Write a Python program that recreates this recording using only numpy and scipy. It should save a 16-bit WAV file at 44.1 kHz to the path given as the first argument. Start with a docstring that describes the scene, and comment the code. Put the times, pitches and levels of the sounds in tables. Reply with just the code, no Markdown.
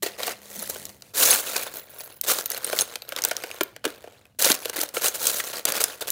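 """A crisp crunch and dull knocks, close to one microphone at a plastic freezer drawer.
A steel fork bumps the drawer, then scrapes and levers slabs of frost: its tines crush tiny grains, ring
as they catch and chatter while wedged. Edges snap off, loose slabs drop back with a clack, and every
fracture shakes the hollow drawer, which groans briefly on its runners. The freezer hums faintly behind."""
import sys
import numpy as np
from scipy import signal
from scipy.fft import rfft, irfft
from scipy.io import wavfile
from scipy.ndimage import uniform_filter1d, minimum_filter1d, map_coordinates

SR = 44100
rng = np.random.default_rng(int(sys.argv[2]) if len(sys.argv) > 2 else 0)


def wrap_up_sound(samples):
    """Save the sound to the file named by the first command line argument, as 16-bit audio."""
    columns = np.atleast_2d(samples).T
    # keep every value between -1 and 1, then stretch to whole-number steps
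    tamed = np.clip(columns, -1, 1)
    steps = np.round(tamed * 32767).astype(np.int16)
    wavfile.write(sys.argv[1], SR, steps)


N = 269451
TIME = np.arange(N) / SR

# spectra of the freezer's hum, the frost grit, a scraped slab and the hollow drawer: f/Hz, level/dB
HUM_SPECTRUM = [(20, -30), (45, -17), (80, -7), (125, -5), (200, -14.5), (260, -11), (500, -49),
                (1200, -41), (4000, -38), (16000, -40.5)]
GRIT_SPECTRUM = [(2000, -14.5), (3200, -8.5), (4100, 1), (5000, -3.5), (6500, 1.5), (7800, 0.5),
                 (10500, 0.5), (13500, -0.5), (15300, 4), (17500, -32)]
SLAB_SPECTRUM = [(600, -18), (1000, 0), (1220, -0.5), (1450, 5.5), (1900, -1), (2700, -1), (3800, -3)]
DRAWER_SPECTRUM = [(45, -26), (120, -18), (220, -10.5), (330, -5), (440, 1), (560, 3), (700, -1.5),
                   (880, -6), (1400, -18.5)]
# pushes of the fork into the frost: t/s, rise/s, hold/s, level/dB, extra drive to slabs and drawer/dB
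PUSHES = [(0.023, 0.0034, 0.013, -27, 1.5), (0.059, 0.0035, 0.006, -32.5, 7.5),
          (0.174, 0.026, 0.12, -36.5, 4.5), (0.261, 0.0058, 0.0067, -29, -4),
          (0.689, 0.0044, 0.0057, -28, -9), (1.135, 0.07, 0.016, -18, -4.5),
          (1.218, 0.0092, 0.0076, -14, -3), (1.243, 0.014, 0.003, -13.5, -7),
          (1.262, 0.017, 0.069, -18.5, -0.5), (1.351, 0.005, 0.048, -26, -6), (1.413, 0.06, 0.16, -32, -1),
          (1.556, 0.0063, 0.0069, -28.5, 4), (1.652, 0.013, 0.007, -36.5, 4.5),
          (1.996, 0.0061, 0.007, -36.5, -4.5), (2.233, 0.0075, 0.0064, -32.5, -3),
          (2.261, 0.042, 0.013, -17, -1.5), (2.313, 0.0113, 0.084, -30.5, -3.5),
          (2.482, 0.045, 0.054, -36.5, 1), (2.59, 0.081, 0.14, -35.5, 2),
          (2.731, 0.077, 0.0075, -25.5, -4.5), (3.168, 0.0077, 0.0072, -39.5, 6),
          (3.261, 0.0078, 0.027, -40, 2), (4.387, 0.0067, 0.008, -21.5, -6.5),
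          (4.394, 0.05, 0.071, -20, -1), (4.537, .005, 0.0049, -28.5, -2),
          (4.604, 0.027, 0.066, -40.5, -0.5), (4.729, 0.003, 0.0033, -32.5, 2),
          (4.758, 0.0036, 0.075, -29.5, 0.5), (4.936, 0.013, 0.042, -31, -2.5),
          (5.005, 0.049, 0.018, -19.5, -2), (5.137, 0.0092, 0.0076, -27, -2.5),
          (5.173, 0.089, 0.042, -22.5, -5), (5.302, 0.034, 0.066, -27.5, -5),
          (5.411, 0.039, 0.062, -34.5, -2.5), (5.527, 0.0073, 0.057, -34.5, 2),
          (5.662, 0.026, 0.0066, -25, 4), (5.732, 0.0125, 0.036, -28, 2.5),
          (5.799, 0.0065, 0.0076, -19, -1), (5.869, 0.0063, 0.064, -42.5, 2),
          (6.007, 0.0032, 0.0049, -28.5, 4), (6.067, 0.0099, 0.011, -29.5, -1)]
# light slides between the pushes, one curve each: t/s, level/dB
SLIDES = [
    [(0.36, -84), (0.42, -52), (0.58, -36.5), (0.78, -41), (0.9, -49), (1.0, -63), (1.06, -56), (1.12, -59)],
    [(1.72, -45), (1.77, -37), (1.85, -58.5), (1.97, -47.5), (2.12, -51.5), (2.2, -66.5)],
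    [(2.87, -54), (2.94, -45), (2.99, -70), (3.1, -53), (3.2, -49.5), (3.46, -47), (3.57, -48.5),
     (3.72, -65.5), (3.82, -77)],
    [(3.88, -42.5), (3.97, -58), (4.17, -63), (4.36, -82.5)],
]
# one value a slide: extra drive to slabs and drawer/dB
SLIDE_HOLLOW_DB = [-5, -1, 5, 3.5]
# soft frost rasps finely, hard ice breaks coarsely: t/s, coarseness (1 = usual)
COARSENESS = [(.3, .6), (.45, .95), (1.0, .9), (1.15, .45), (1.5, .55), (1.75, 1.1), (2.2, 1.1), (2.28, .6),
              (2.45, 1.05), (4.85, 1.05), (5.03, .65), (5.8, .9)]
# modes of the dragging tines: f/Hz, level/dB, t60/s
TINE_MODES = [(4045, -25, 0.04), (5500, -27, 0.04), (6400, -19.5, 0.035), (8550, -24, 0.04),
              (9980, -19, 0.03), (13100, -18, 0.03)]
# the slab under the fork: from t/s, pitch as a multiple of the usual slab's
SLABS_TOUCHED = [(0, 1.33), (1.1, 1.0)]
# dull knocks, the fork bumping the drawer at first, then slabs landing with a clack:
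# t/s, thump level/dB, thump f/Hz, clack level/dB
KNOCKS = [(0.03, -27.5, 420, -50), (0.062, -26, 540, -45), (0.2, -28.5, 700, -50),
          (0.279, -26.5, 500, -28.5), (0.695, -32, 493, -57), (0.758, -34, 487, -37), (1.56, -35, 570, -25),
          (2.729, -20.5, 510, -23.5), (3.122, -31, 510, -27.5), (3.312, -24.5, 544, -20.5),
          (3.437, -30, 527, -27), (3.609, -18.5, 404, -17.5), (3.842, -28.5, 460, -29.5),
          (3.852, -23.5, 440, -18.5), (3.862, -22.5, 334, -39), (4.04, -35.5, 495, -46.5),
          (4.074, -38, 498, -48.5), (4.462, -21, 440, -25), (4.501, -20.5, 340, -17),
          (4.655, -26, 467, -30), (4.696, -33, 410, -30.5), (4.783, -29, 384, -37),
          (4.968, -22, 414, -22.5)]
# spectrum of a knock's clack: f/Hz, level/dB
CLACK_SPECTRUM = [(720, -31.5), (960, 0), (1180, -4.5), (1490, 6), (1950, -6), (2430, 3.5), (2630, -4),
                  (2900, 3), (3500, -5.5), (16000, -14)]
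# spectrum of a knock's thump: multiple of its pitch, level/dB
THUMP_SPECTRUM = [(.45, -21), (.8, -3.5), (1, 0), (1.35, -4), (1.8, -18)]
# brittle snaps, dry at low Q, glassy at high: t/s, level/dB, shard f/Hz, Q, drawer level/dB, rise/s
SNAPS = [(0.2311, -24.5, 4370, 3.7, -35, 0.0014), (0.592, -34, 9500, 1.4, -65, .0004),
         (0.6238, -28, 11200, 30, -37.5, 0.0021), (0.66, -39, 12500, 1.9, -64, 0.0016),
         (0.853, -32, 8200, 1.8, -78, 0.0011), (0.892, -41, 3450, 0.7, -48, 0.00097),
         (1.021, -39.5, 4400, 2.9, -53.5, 0.0012), (1.3069, -0.5, 10000, 30, -36, 0.0004),
         (1.336, -19.5, 9400, 22, -40, 0.00064), (1.564, -22, 4000, 1.1, -53, 0.00084),
         (1.7695, -32, 11600, 10, -63, 0.0007), (2.2122, -18, 15000, 5.4, -75, 0.00069),
         (2.386, -25, 2000, 0.57, -32, 0.00072), (2.4585, -23, 15000, 2, -45, 0.00036),
         (2.502, -22.5, 13200, 10, -52, 0.00063), (2.516, -26.5, 5770, 0.31, -44, 0.0016),
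         (2.645, -20.5, 8860, 33, -46, 0.00071), (2.7891, -13, 4330, 1.6, -65, 0.00034),
         (2.8098, -24, 5870, 1.8, -32.5, 0.0005), (2.818, -26, 5300, 0.96, -32.5, 0.00064),
         (2.956, -26.5, 3600, 1.1, -38.5, 0.0013), (3.0204, -34.5, 4220, 6.9, -45, 0.00051),
         (3.09, -29, 14800, 2.5, -44, 0.00092), (3.1635, -26, 4500, 5.2, -35.5, 0.00041),
         (3.186, -26, 1500, 0.86, -41, 0.0018), (3.22, -26.5, 6100, 3.5, -65, 0.00061),
         (3.2386, -20, 5600, 4.7, -36, 0.00023), (3.2493, -9, 14100, 1.6, -30, 0.00063),
         (3.2862, -28, 13000, 2.5, -53, 0.00049), (3.3666, -25, 6000, 2.9, -46, 0.00063),
         (3.5135, -31, 2720, 2.9, -57, 0.0004), (3.632, -21, 14200, 7.9, -49.5, 0.0017),
         (3.763, -37.5, 1860, 1.1, -42.5, 0.00086), (4.2537, -49, 2550, 12, -59, 0.00064),
         (4.422, -15.5, 11900, 1.5, -46, 0.0016), (4.4444, -8, 5650, 1.1, -22.5, 0.0015),
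         (4.5167, -14, 5000, 1.3, -46, 0.0013), (4.656, -27, 4540, 1, -63, 0.0006),
         (4.6967, -28, 5400, 0.8, -42, 0.0009), (4.8125, -21, 8500, 0.8, -45, 0.0014),
         (4.889, -36, 5300, 1, -63, 0.0009), (5.0819, -20.5, 7300, 1.7, -49, 0.0014),
         (5.2688, -16, 8300, 1.6, -51, 0.0012), (5.3996, -22, 1830, 2.3, -44, 0.0025),
         (5.6524, -11.5, 9000, 0.55, -28, 0.0011), (5.721, -21, 7200, .4, -32, 0.00072),
         (5.8392, -8.5, 9500, 0.73, -32, 0.00096), (6.1028, -18, 11700, 2.5, -74, 0.00072)]
# the drawer shifting on its runners under the holding hand: t/s, groan level/dB, rumble level/dB
RUNNER_LEVELS = [(.3, -64, -90), (.55, -59.5, -76), (.59, -42, -70), (.64, -57.5, -55.5),
                 (.87, -59.5, -54.5), (1.12, -80, -77)]
# a freed tine or the drawer's wall ringing on: t/s, starting level/dB, f/Hz, t60/s
RINGS = [(1.313, -9, 6400, 0.038), (2.459, -21, 13870, 0.039), (2.809, -7.5, 6400, 0.036),
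         (2.81, -11, 9800, 0.042), (3.02, -46, 12000, 0.46), (4.831, -26.5, 570, .1),
         (5.082, -25, 6400, 0.097), (5.655, -38, 4690, 0.66)]
# the tines wedged against the drawer's front: t/s, firmness (0-1)
WEDGE_FIRMNESS = [(1.54, 0.13), (1.78, 0.83), (2.19, 0.85)]
# modes of the wedged tines: f/Hz, level/dB, t60/s
WEDGED_MODES = [(7300, -20, .02), (11120, -2.5, 0.026), (12480, -7, 0.045), (15000, 5, 0.018)]

USUAL_GRIT_DB = -30.5
# slabs, drawer and jerks follow only a share of the grit's swing in dB, so a light touch sounds dull
SLAB_DB, SLAB_FOLLOWS = -37, 0.84
DRAWER_DB, DRAWER_FOLLOWS = -39, 0.71
JERK_DB, JERK_FOLLOWS = -29.5, 0.71
LIFTED_FROM_S, LIFTED_TO_S, LIFTED_DB = 2.45, 3.7, 7   # clear of the pile, the fork rings more freely


def from_db(db):
    """Decibels to gain."""
    return 10 ** (np.asarray(db) / 20)


def rms_one(x):
    """Scale to rms 1."""
    return x / np.sqrt(np.mean(x ** 2) + 1e-20)


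def in_time(rows):
    """Each column of a curve at every sample."""
    s, *columns = np.transpose(rows)
    return [np.interp(TIME, s, column) for column in columns]


def add(out, s, sound):
    """Mix a sound in at time s."""
    at = max(round(s * SR), 0)
    out[at:at + len(sound)] += sound[:max(N - at, 0)]


def colour(x, spectrum, size=4096):
    """Minimum-phase filter with the given spectrum, falling 10 dB an octave beyond its ends."""
    hz, db = np.transpose(spectrum)
    grid = np.maximum(np.fft.rfftfreq(size, 1 / SR), 1)
    octaves_beyond = np.maximum(np.log2(hz[0] / grid), 0) + np.maximum(np.log2(grid / hz[-1]), 0)
    gain = from_db(np.interp(np.log(grid), np.log(hz), db) - 10 * octaves_beyond)
    cepstrum = irfft(np.log(gain))
    cepstrum[1:size // 2] *= 2
    cepstrum[size // 2 + 1:] = 0
    return signal.fftconvolve(x, irfft(np.exp(rfft(cepstrum))))[:len(x)]


def resonate(x, hz, q):
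    """One band-pass resonance."""
    hz = min(hz, SR * .45)
    return signal.lfilter(*signal.iirpeak(hz, max(q, 3 * hz / SR), fs=SR), x + 1e-18)


def steady(x, span_s):
    """Keep the grain of a texture but even out its slower level."""
    span = int(span_s * SR)
    power = uniform_filter1d(uniform_filter1d(x ** 2, span), span)
    return x / np.sqrt(np.abs(power) + 1e-20)


def wander(x, share=.04, rate_hz=9):
    """No two grains or tines are the same size: their pitches stray from moment to moment."""
    drift = resonate(rng.standard_normal(N), rate_hz, q=0.99)
    drift = rms_one(resonate(drift, rate_hz, q=0.99))
    shift = drift * share * SR / (2 * np.pi * rate_hz)
    return map_coordinates(x, [np.arange(N) + shift], mode="nearest")


def freezer_hum(db=-63.5):
    """The freezer in the background: steady, low noise."""
    return from_db(db) * rms_one(colour(rng.standard_normal(N), HUM_SPECTRUM))


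def scraping():
    """One stream of grains sounds in the grit, slabs and drawer, while the fork's tines ring."""
    grit, slab, drawer = effort()
    sizes, envelope = grains(grit)
    on_grit, on_slab, on_drawer = envelope * rng.standard_normal((3, N))
    chip_notes = steady(wander(chips(sizes)), span_s=0.038)
    crunch = rms_one(colour(on_grit + 0.5 * chip_notes, GRIT_SPECTRUM))
    crunch *= from_db(-1.5) * (1 - 0.2 * wedging())   # wedged tines crush less frost
    steel = wander(tines(grit), share=.006) + chattering(grit)
    slab_ring = from_db(-0.5) * steady(slabs(on_slab), span_s=0.023)
    crumb_notes = from_db(-2) * wander(crumbs())
    drawer_ring = steady(colour(on_drawer, DRAWER_SPECTRUM), span_s=0.082)
    return grit * crunch + steel + slab * (slab_ring + crumb_notes) + drawer * drawer_ring


def effort():
    """Pushes and slides add in power; gives the amplitudes of the grit, the slabs and the drawer."""
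    lumps = stick_slip()
    moves = [(from_db(db) * pushing(s, rise_s, hold_s) * lumps, hollow_db)
             for s, rise_s, hold_s, db, hollow_db in PUSHES]
    moves += [(sliding(curve), hollow_db) for curve, hollow_db in zip(SLIDES, SLIDE_HOLLOW_DB)]
    grit = np.sqrt(sum(level ** 2 for level, _ in moves))
    force = np.sqrt(sum((level * from_db(hollow_db)) ** 2 for level, hollow_db in moves))
    force /= from_db(USUAL_GRIT_DB)
    return grit, from_db(SLAB_DB) * force ** SLAB_FOLLOWS, from_db(DRAWER_DB) * force ** DRAWER_FOLLOWS


def stick_slip(rate_hz=45, spread_db=1.7):
    """The tines stick and slip, so a push comes in small lumps: a gain of mean power 1."""
    lumps = rms_one(resonate(rng.standard_normal(N), rate_hz, q=0.66))
    coarse, = in_time(COARSENESS)
    return rms_one(from_db(spread_db * coarse * lumps))


def pushing(s, rise_s, hold_s, release_s=0.011, trickle_s=0.098, trickle_db=-18):
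    """Force builds up and holds; the frost gives way and loosened crumbs trickle after."""
    rise = np.clip((TIME - s) / rise_s, 0, 1)
    late = np.clip(TIME - s - rise_s - hold_s, 0, 1)
    trickle = from_db(trickle_db)
    return rise * ((1 - trickle) * np.exp(-late / release_s) + trickle * np.exp(-late / trickle_s))


def grains(grit, spread_db=6, decay_s=.001):
    """Frost grains break at random, more densely under force; gives their sizes and joint envelope."""
    per_s = 2200 * (grit / from_db(-33)) ** 0.38
    sizes = from_db(spread_db * np.minimum(rng.exponential(1, N), 4))
    sizes *= rng.random(N) < per_s / SR
    energy = signal.lfilter([1], [1, -np.exp(-2 / (decay_s * SR))], sizes ** 2 + from_db(-24))
    coarse, = in_time(COARSENESS)
    return sizes ** coarse, steady(np.sqrt(energy) ** coarse, span_s=0.031)


def chips(sizes, q=51, count=28):
    """Each broken grain rings briefly at one of many high pitches."""
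    note = rng.integers(0, count, N)
    clicks = sizes * rng.choice([-1, 1], N)
    pitches = np.linspace(2800, 15500, count)
    return sum(resonate(clicks * (note == k), hz, q) / np.sqrt(hz) for k, hz in enumerate(pitches))


def catches(per_s, spread_db=4.5):
    """Sparse, uneven clicks of either sign; mean power 1."""
    sizes = from_db(spread_db * np.minimum(rng.exponential(1, N), 3)) * rng.choice([-1, 1], N)
    return rms_one(sizes * (rng.random(N) < per_s / SR))


def tines(grit):
    """A tine catches on the ice and springs free; each catch plucks one of the steel's modes."""
    out = np.zeros(N)
    lifted = (TIME > LIFTED_FROM_S) & (TIME < LIFTED_TO_S)
    drive = grit * from_db(LIFTED_DB * lifted)
    for hz, db, t60 in TINE_MODES:
        decay_s = t60 / np.log(1000)
        plucks = drive * catches(per_s=65)
        out += from_db(db) * resonate(plucks, hz, q=np.pi * hz * decay_s) * np.sqrt(SR * decay_s)
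    return out


def slabs(force):
    """The slab under the fork rings at the pitch of its size."""
    out = np.zeros(N)
    for s, pitch in SLABS_TOUCHED:
        out = np.where(TIME >= s, colour(force, np.array(SLAB_SPECTRUM) * [pitch, 1]), out)
    return out


def crumbs(per_s=420, q=24, count=20):
    """Larger crumbs of ice break with short, hollow notes of their own; rms 1."""
    pitches = np.geomspace(950, 4800, count)
    return rms_one(sum(resonate(catches(per_s / count), hz, q) / hz ** 0.054 for hz in pitches))


def burst(decay_s, size=4096):
    """A short burst of noise that dies away."""
    return rng.standard_normal(size) * np.exp(-np.arange(size) / (decay_s * SR))


def hit(sound, db, span_s=.005):
    """Set a short sound's level, taken as its energy spread over span_s."""
    return from_db(db) * sound * np.sqrt(span_s * SR / np.sum(sound ** 2))


def knocking(pitch_spread=.04):
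    """Dull knocks: the fork bumps the drawer at first, then slabs land with a clack over the thump."""
    out = np.zeros(N)
    for s, thump_db, thump_hz, clack_db in KNOCKS:
        pitch = 1 + pitch_spread * rng.uniform(-1, 1)
        clack = colour(burst(decay_s=0.0039), np.array(CLACK_SPECTRUM) * [pitch, 1])
        thump = colour(burst(decay_s=0.0039), np.array(THUMP_SPECTRUM) * [thump_hz, 1])
        add(out, s, hit(clack, clack_db))
        add(out, s + 0.001546, hit(thump, thump_db))
    return out


def fracture(rise_s, size=4096):
    """A running crack: micro-cracks swell for the given time, then die away."""
    age = np.arange(size) / (rise_s * SR)
    return rng.standard_normal(size) * age * np.exp(1 - age)


def snapping():
    """A shard cracks off and rings; the slow bending wave reaches the slab, then the drawer."""
    out = np.zeros(N)
    for s, db, hz, q, drawer_db, rise_s in SNAPS:
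        crack = fracture(rise_s) + from_db(-18) * burst(decay_s=0.0042)   # debris follows the break
        shard = colour(resonate(crack, hz, q), [(900, -5.5), (2500, -4), (17500, -2)])
        slab = colour(burst(decay_s=0.0047), SLAB_SPECTRUM)
        drawer = colour(burst(decay_s=0.0029), DRAWER_SPECTRUM)
        add(out, s, hit(shard, db - .5))
        add(out, s, hit(colour(crack, GRIT_SPECTRUM), db - 10))
        add(out, s + 0.001104, hit(slab, (db + drawer_db) / 2 - 6))
        add(out, s + 0.002, hit(drawer, drawer_db))
    return out


def sliding(curve, fade_s=0.014):
    """The fork slides lightly over loose ice: the level fades in, follows its curve and fades out."""
    db, = in_time(curve)
    outside_s = np.maximum(curve[0][0] - TIME, 0) + np.maximum(TIME - curve[-1][0], 0)
    return from_db(db) * np.exp(-outside_s / fade_s)


def runners(groan_hz=202):
    """Plastic sticks and slips on plastic: a short wavering groan over a dull rumble."""
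    groan, rumble = map(from_db, in_time(RUNNER_LEVELS))
    waver = rms_one(resonate(rng.standard_normal(N), hz=22, q=.7))
    tone = np.sqrt(2) * np.sin(2 * np.pi * np.cumsum(groan_hz * (1 + 0.051 * waver)) / SR)
    rub = colour(rng.standard_normal(N), [(50, -7), (110, -2.5), (210, -5), (400, -5), (900, -33)])
    return groan * tone + rumble * rms_one(rub)


def ringing(count=4, detune=.005):
    """Freed tines or a struck wall give a thin, dying tone whose close partials beat."""
    out, age = np.zeros(N), TIME[:SR // 2]
    for s, db, hz, t60 in RINGS:
        partials = hz * (1 + detune * rng.standard_normal((count, 1)))
        cycles = partials * age + rng.random((count, 1))
        tone = np.sin(2 * np.pi * cycles).sum(axis=0) / np.sqrt(count)
        attack = np.minimum(hz * age / 2, 1)
        add(out, s, from_db(db - 60 * age / t60) * attack * tone)
    return out


def wedging():
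    """How firmly the tines are wedged, 0-1."""
    return np.clip(np.interp(TIME, *np.transpose(WEDGE_FIRMNESS), left=0, right=0), 0, 1)


def chattering(grit, count=65, spread_db=4.5, detune=.006):
    """Wedged tines slip in tiny jerks; each ticks and rings them at slightly new levels and pitches."""
    out, age = np.zeros(N), TIME[:4096]
    level = wedging() * from_db(JERK_DB) * (grit / from_db(USUAL_GRIT_DB)) ** JERK_FOLLOWS
    for s in rng.uniform(WEDGE_FIRMNESS[0][0], WEDGE_FIRMNESS[-1][0], count):
        jerk = from_db(-9) * resonate(burst(decay_s=.001), hz=13500, q=1.8)   # the tick
        for hz, db, t60 in WEDGED_MODES:
            strength, stray = rng.standard_normal(2)
            envelope = from_db(db + spread_db * strength - 60 * age / t60)
            jerk += envelope * np.sin(2 * np.pi * hz * (1 + detune * stray) * age)
        add(out, s, level[int(s * SR)] * from_db(spread_db * rng.uniform(-1, 1)) * jerk)
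    return out


def compartment(x, t60=0.29, size=16384):
    """The freezer's near plastic walls send dense, dull reflections back to the microphone."""
    age = np.arange(size) / SR
    tail = rng.standard_normal(size) * from_db(-60 * age / t60) * (age > .003)
    echo = signal.fftconvolve(x, tail / np.sqrt(np.sum(tail ** 2)))[:N]
    return x + from_db(-10) * colour(echo, [(250, -2), (520, -2.5), (1500, -3), (16000, -16)])


def scene():
    """Fork, ice and drawer close up in the compartment, the hum behind; mono."""
    ice = compartment(scraping() + snapping() + knocking() + ringing())
    return (ice + freezer_hum() + runners())[None]


def record(dry, ceiling=.75, limiter_s=.002, cutoff_hz=15800):
    """After the microphone, a fast limiter holds the peaks down and a steep low-pass cuts the top."""
    span = int(limiter_s * SR)
    needed_gain = ceiling / np.maximum(np.abs(dry), ceiling)
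    gain = uniform_filter1d(minimum_filter1d(needed_gain, span), span)
    low_pass = signal.ellip(10, .1, 80, cutoff_hz, fs=SR, output="sos")
    return signal.sosfilt(low_pass, gain * dry)


dry = scene()
out = record(dry)
wrap_up_sound(out)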